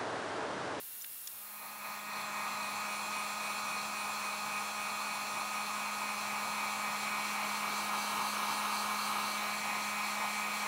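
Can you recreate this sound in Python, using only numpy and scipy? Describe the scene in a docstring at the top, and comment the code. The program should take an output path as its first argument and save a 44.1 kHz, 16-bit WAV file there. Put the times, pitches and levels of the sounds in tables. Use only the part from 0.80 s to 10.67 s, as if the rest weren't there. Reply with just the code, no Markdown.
"""Heat gun over a plastic shell

A heat gun is swept to and fro over a plastic shell on a workbench, close to the microphone.
Its fan motor hums and whines on multiples of the shaft speed; air roars through the barrel and
hisses at the vents. A thin, high hiss and a few ticks come first; the hiss fades as the gun fades in."""
import sys
import numpy as np
from scipy import signal
from scipy.fft import rfft, irfft
from scipy.io import wavfile
from scipy.ndimage import uniform_filter1d

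SR = 44100
rng = np.random.default_rng(int(sys.argv[2]) if len(sys.argv) > 2 else 0)


def to_wav(s):
    """Save 16-bit WAV."""
    ch = np.atleast_2d(s).T  # columns
    pcm = np.round(np.clip(ch, -1, 1) * 32767)  # PCM
    wavfile.write(sys.argv[1], SR, pcm.astype(np.int16))


N = 435266
FFT_SIZE, HOP = 2048, 256
T = np.arange(N) / SR
FRAME_T = np.arange(N // HOP + 10) * HOP / SR
BIN_HZ = np.fft.rfftfreq(FFT_SIZE, 1 / SR)
GUN_START_S = 0.43


def amp(db):
    """Decibels to gain."""
    return 10 ** (np.asarray(db) / 20)


def curve(rows, t, column=1):
    """One column of a time table, joined by straight lines."""
    rows = np.array(rows, float)
    return np.interp(t, rows[:, 0], rows[:, column])


def spectrum(rows, hz, column=1):
    """One column of a frequency table, joined on a log axis."""
    rows = np.array(rows, float)
    return np.interp(np.log(hz + 1), np.log(rows[:, 0]), rows[:, column])


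def bells_db(rows, column=2):
    """Sum of bell-shaped peaks over the bins."""
    return sum(row[column] * 2 ** -((2 * (BIN_HZ - row[0]) / row[1]) ** 2) for row in rows)


def wander(t, top_hz):
    """Smooth random drift of unit rms."""
    rates_hz = np.geomspace(top_hz / 10, top_hz, 20)
    return sum(np.sin(2 * np.pi * (hz * t + rng.random())) for hz in rates_hz) / np.sqrt(10)


def shaped_noise(field_db):
    """Noise whose power per Hz follows a frames x bins field."""
    white = rng.standard_normal(len(FRAME_T) * HOP) * np.sqrt(SR / 2)
    framing = dict(nperseg=FFT_SIZE, noverlap=FFT_SIZE - HOP)
    frames = signal.stft(white, **framing)[2][:, :len(FRAME_T)]
    return signal.istft(frames * amp(field_db).T, **framing)[1][:N]


def ramp(start_s, end_s):
    """Linear fade from 0 to 1."""
    return np.clip((T - start_s) / (end_s - start_s), 0, 1)


def thin_hiss(flicker_db=0.25, fade_s=(0.48, 1.6)):
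    """A high hiss with fuzzy whistles and a steady-pitched whine, fading away."""
    # Each row: frequency in Hz, density in dB per Hz.
    density = [(30, -104), (200, -99), (700, -99), (1400, -93), (2200, -96), (4200, -94), (6000, -97),
               (7000, -94), (8900, -92.5), (9500, -88), (10900, -84), (11800, -89.5), (12600, -84),
               (15500, -85)]
    # Each row: centre in Hz, width in Hz, lift in dB.
    whistles = [(6700, 200, 4), (8270, 120, 4), (12225, 130, 6.5), (14935, 150, 6)]
    # Each row: frequency in Hz, rms level in dB.
    whine_tones = [(2756, -68.5), (5512, -70.5), (8268, -72), (11024, -64), (13778, -59.5)]
    # Each row: frequency in Hz, side minus mid in dB.
    stereo_width = [(60, -9), (110, -8), (200, -14), (380, -12), (700, -15), (1290, -26), (2380, -39),
                    (4400, -38), (8120, -22), (15000, -23)]
    field_db = spectrum(density, BIN_HZ) + bells_db(whistles) + flicker_db * wander(FRAME_T, 12)[:, None]
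    whine = np.zeros(N)
    for hz, db in whine_tones:
        rms = np.interp(T, FRAME_T, amp(db + wander(FRAME_T, 15)))
        whine += np.sqrt(2) * rms * np.sin(2 * np.pi * (hz * T + rng.random()))
    mid = shaped_noise(field_db) + whine
    side = shaped_noise(field_db + spectrum(stereo_width, BIN_HZ))
    return np.array([mid + side, mid - side]) * (1 - ramp(*fade_s))


def shell_ticks(side_db=-7):
    """Short dry scrapes ring the handled plastic shell."""
    # Each row: start in seconds, rms level in dB, length in seconds, centre in Hz, width in octaves.
    scrapes = [(0.2130, -46, .002, 4500, 1.0), (0.2185, -45.5, .007, 6500, .35),
               (0.2425, -41.5, .006, 2200, .75), (0.4725, -39.5, .0065, 4800, .9)]
    # Each row: centre in Hz, width in Hz, lift in dB.
    shell_modes = [(1910, 280, 12), (2880, 410, 4.5), (3600, 450, 9), (5550, 810, 6), (6850, 490, 10),
                   (8100, 830, 4)]
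    out = np.zeros((2, N))
    for start_s, db, length_s, centre_hz, octaves in scrapes:
        start, length = round(start_s * SR), round(length_s * SR)
        band = np.exp(-(np.log2((BIN_HZ + 1) / centre_hz) / octaves) ** 2 / 2)
        white = rfft(rng.standard_normal((2, FFT_SIZE)))
        burst = irfft(amp(bells_db(shell_modes)) * band * white)[:, :length]
        burst *= amp(db) / burst.std() * signal.windows.tukey(length, 0.3)
        out[:, start:start + length] += burst
    mid, side = out[0], amp(side_db) * out[1]
    return np.array([mid + side, mid - side])


def position_shares():
    """Weights of the gun's far, middle and near sound in each frame."""
    # Each row: time in seconds, position (0 far, 1 middle, 2 near with vents to the microphone).
    path = [(1.5, 0), (4.4, 0.05), (5.5, .5), (6.2, .8), (6.6, 1.15), (7.25, 2), (8.4, 2), (8.8, 1.0),
            (9.8, .95)]
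    return np.maximum(1 - abs(curve(path, FRAME_T)[:, None] - np.arange(3)), 0)


def sweep_angle(t, first_stroke_s=0.2):
    """Phase of the hand's to-and-fro: cosine is speed towards the microphone, sine is closeness."""
    # Each row: start in seconds, strokes per second.
    pace = [(0, 3.774), (2.85, 3.636), (4.5, 4.55), (4.94, 3.76), (6.8, 4.03), (8.29, 3.66), (9.11, 4.11)]
    starts_s, rates_hz = np.transpose(pace)
    stroke_hz = rates_hz[np.searchsorted(starts_s, FRAME_T, "right") - 1]
    strokes = np.cumsum(stroke_hz) * HOP / SR
    return 2 * np.pi * (np.interp(t, FRAME_T, strokes) - np.interp(first_stroke_s, FRAME_T, strokes))


def swept_beam(fine_db=0.78, fine_full_hz=3500):
    """Frames x bins swing in dB: each stroke carries broad lobes and fine ripple past the microphone."""
    # Each row: centre in Hz, width in Hz, lag in radians, far, middle and near swing in dB at reach 1.
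    lobes = [(1140, 750, 0.35, 0, 0.53, 0.5), (2120, 400, 0.27, 1.7, 0.89, 1),
             (2870, 180, 0.1, 3.5, 1.2, 2.7), (4570, 710, 0.03, -0.3, -1.2, -2.5),
             (5920, 420, 0, 2.1, -1.5, -0.5), (7740, 870, 0.15, 0.1, -1.1, -1.5),
             (9070, 740, 0.6, 1.3, -1.5, -2)]
    # Each row: time in seconds, stroke reach as a factor on the lobes' swing.
    reach = [(1.6, .4), (2.2, 1.2), (8.2, 1.2), (9.0, 1.3)]
    # Colour of the gun held off to one side. Each row: centre in Hz, width in Hz, lift in dB.
    aside_colour = [(456, 210, -1), (1950, 480, 4), (2820, 1200, -1.5), (6000, 2800, -2),
                    (9200, 1300, -3.5)]
    # Each row: time in seconds, share of that colour from 0 to 1.
    aside_share = [(1.7, 1), (2.2, 0.04)]
    angle, shares = sweep_angle(FRAME_T)[:, None], position_shares()
    broad_db = 0
    for lobe in lobes:
        depths_db = np.array([bells_db([lobe], column) for column in (3, 4, 5)])
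        broad_db += shares @ depths_db * np.sin(angle - lobe[2])
    broad_db *= curve(reach, FRAME_T)[:, None]
    ripple = uniform_filter1d(uniform_filter1d(rng.standard_normal((2, len(BIN_HZ))), 12), 8)
    ripple *= fine_db / ripple.std()
    ripple *= np.minimum(BIN_HZ / fine_full_hz, 1) ** 2  # long waves spread evenly
    ripple_db = ripple[0] * np.sin(angle) + 0.5 * ripple[1] * np.cos(angle)
    aside_db = np.outer(curve(aside_share, FRAME_T), bells_db(aside_colour))
    return broad_db + ripple_db + aside_db


def air_levels(approach_s=0.81, arrive_s=1.6, rise_db_per_s=9.5, swing_db=2, lag_s=0.042):
    """Roar and hiss levels in dB: both grow as the gun closes in, the jet swinging on and off the shell."""
    roar_db, hiss_db = (-44, -41, -39), (-46.5, -45.5, -43.5)  # far, middle, near
    swell_db, gust_db, gust_hz = 0.2, 0.26, 9.2
    shares = position_shares()
    left_s = arrive_s - np.clip(FRAME_T, approach_s, arrive_s)
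    on_the_way = np.sqrt(abs(np.sin(np.pi * left_s / (arrive_s - approach_s))))
    arrival_db = swing_db * on_the_way * np.sin(sweep_angle(FRAME_T - lag_s)) - rise_db_per_s * left_s
    # the roar swells once a stroke as the jet crosses the shell
    waver_db = swell_db * np.sin(sweep_angle(FRAME_T)) + gust_db * wander(FRAME_T, gust_hz)
    return shares @ roar_db + arrival_db + waver_db, shares @ hiss_db + arrival_db


def air_jet(beam_db, split_hz=2200, eddy_db=1.0, flicker_db=0.23, fade_end_s=1.0):
    """Turbulence rings the barrel: a roar below the split, a hiss above it."""
    # Each row: frequency in Hz, far, middle and near density in dB per Hz relative to the air levels.
    turbulence = [(20, -76, -74, -77), (55, -55, -55.5, -57), (148, -41, -43, -45.5),
                  (403, -42, -42.5, -42.5), (620, -37.5, -39, -40), (1410, -35.5, -37.5, -34.5),
                  (1930, -38, -35.5, -43), (2830, -41, -36.5, -36.5), (5120, -43.5, -43.5, -42),
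                  (6220, -39, -39, -38.5), (6700, -43.5, -41, -44), (9400, -44.5, -44, -43),
                  (11900, -47, -47, -48), (15500, -48.5, -48, -49)]
    # Each row: centre in Hz, width in Hz, far, middle and near lift in dB.
    barrel_modes = [(836, 258, 7, 8.3, 7.5), (1146, 405, 9.5, 10, 9), (2290, 260, 9, 9.3, 9),
                    (2592, 200, 10.5, 3.5, 1.5), (3510, 310, 6, 2.9, -1), (4054, 340, 9.5, 8.2, 8.5),
                    (4362, 347, 10, 6.3, 4.5), (5600, 310, 3.5, 5, -3)]
    colours_db = [spectrum(turbulence, BIN_HZ, k + 1) + bells_db(barrel_modes, k + 2) for k in range(3)]
    hiss_share = BIN_HZ ** 4 / (BIN_HZ ** 4 + split_hz ** 4)
    roar_db, hiss_db = air_levels()
    field_db = position_shares() @ np.array(colours_db) + beam_db
    field_db += np.outer(roar_db, 1 - hiss_share) + np.outer(hiss_db, hiss_share)
    # eddies briefly lift patches of the spectrum
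    eddies = uniform_filter1d(rng.standard_normal(field_db.shape), 14, axis=0)
    eddies = uniform_filter1d(eddies, 22, axis=1)
    field_db += eddy_db * eddies / eddies.std() + flicker_db * wander(FRAME_T, 25)[:, None]
    return shaped_noise(field_db) * ramp(GUN_START_S, fade_end_s)


def fan_motor(beam_db, beaming=1.8, echo_gain=0.27, jitter_hz=0.1, flutter_db=0.92, scatter_rad=1.67):
    """Fan and brushes repeat once a turn; the Doppler-shifted direct sound beats with the bench echo."""
    # Each row: time in seconds, shaft speed in Hz, Doppler swing of the fundamental in Hz.
    running = [(0.5, 207.6, .5), (3.3, 207.65, .6), (4.9, 207.8, .27), (6.2, 207.95, .4), (7.8, 208.1, .3),
               (9.0, 208.3, .25), (9.8, 208.3, .25)]
    # Each row: multiple of the shaft speed, far, middle and near rms level in dB.
    tones = [(1, -56, -51.5, -51), (2, -73, -74, -69), (3, -58, -59, -60), (4, -55, -53, -53),
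             (5, -52, -50, -49), (6, -46, -46.5, -45), (7, -56, -55, -57), (8, -61, -59, -54),
             (9, -61, -54, -57), (10, -64, -54, -61), (11, -53, -47, -50), (12, -48, -47.5, -54),
             (13, -58, -56, -53), (15, -70, -65, -61), (16, -64, -63, -70), (18, -70, -69, -62),
             (19, -78, -62, -61), (21, -67, -60, -60), (22, -69, -65, -58), (24, -68, -64, -65),
             (25, -66, -64, -65), (30, -65, -64, -62), (35, -57.5, -58, -66), (36, -70, -64, -65),
             (37, -65, -64, -64), (43, -69, -65, -63), (44, -60.5, -63, -61), (45, -62, -69, -64),
             (47, -64, -67, -63), (49, -71, -69, -63), (51, -60, -58, -68)]
    # All other multiples. Each row: frequency in Hz, far, middle and near rms level in dB.
    brush_buzz = [(3000, -67, -68, -68), (6500, -70, -73.5, -66.5), (7660, -65.5, -69.5, -71),
                  (11000, -85, -72.5, -67), (15500, -73, -74, -72)]
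    shaft_hz = curve(running, FRAME_T) + jitter_hz * wander(FRAME_T, 20)
    shaft_rad = 2 * np.pi * np.cumsum(np.interp(T, FRAME_T, shaft_hz)) / SR
    doppler_hz = curve(running, FRAME_T, column=2) * np.cos(sweep_angle(FRAME_T))
    doppler_rad = 2 * np.pi * np.cumsum(doppler_hz) * HOP / SR
    shares = position_shares()
    listed_db = {round(k): levels for k, *levels in tones}
    turn, carrier, out = np.exp(1j * shaft_rad), np.ones(N, complex), np.zeros(N)
    for k in range(1, 76):
        hz = k * shaft_hz.mean()
        levels_db = listed_db.get(k, [spectrum(brush_buzz, hz, column) for column in (1, 2, 3)])
        tone_db = shares @ levels_db + beaming * beam_db[:, np.searchsorted(BIN_HZ, hz)]
        # uneven inflow shakes the upper tones more than the hum
        tone_db += flutter_db * np.tanh(hz / 1000) * wander(FRAME_T, 18)
        paths = np.exp(1j * k * doppler_rad) + echo_gain * np.exp(2j * np.pi * rng.random())
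        paths /= np.sqrt(np.mean(abs(paths) ** 2))
        # partly aligned phases leave a faint rasp at the turning rate
        phasor = amp(tone_db) * paths * np.exp(1j * scatter_rad * rng.standard_normal())
        carrier *= turn
        out += (np.interp(T, FRAME_T, phasor) * carrier).real
    return np.sqrt(2) * out * ramp(GUN_START_S, end_s=1.59) ** 1.13


def scene():
    """The gun sits in the centre; the opening hiss and ticks are a little wider."""
    beam_db = swept_beam()
    gun = air_jet(beam_db) + fan_motor(beam_db)
    return gun + shell_ticks() + thin_hiss()


def record(dry):
    """Steep low-pass on the top treble."""
    cutoff_hz = 15780
    lowpass = signal.firwin(1023, cutoff_hz, window=("kaiser", 9), fs=SR)
    return signal.oaconvolve(dry, lowpass[None], "same", axes=1)


dry = scene()
out = record(dry)
to_wav(out)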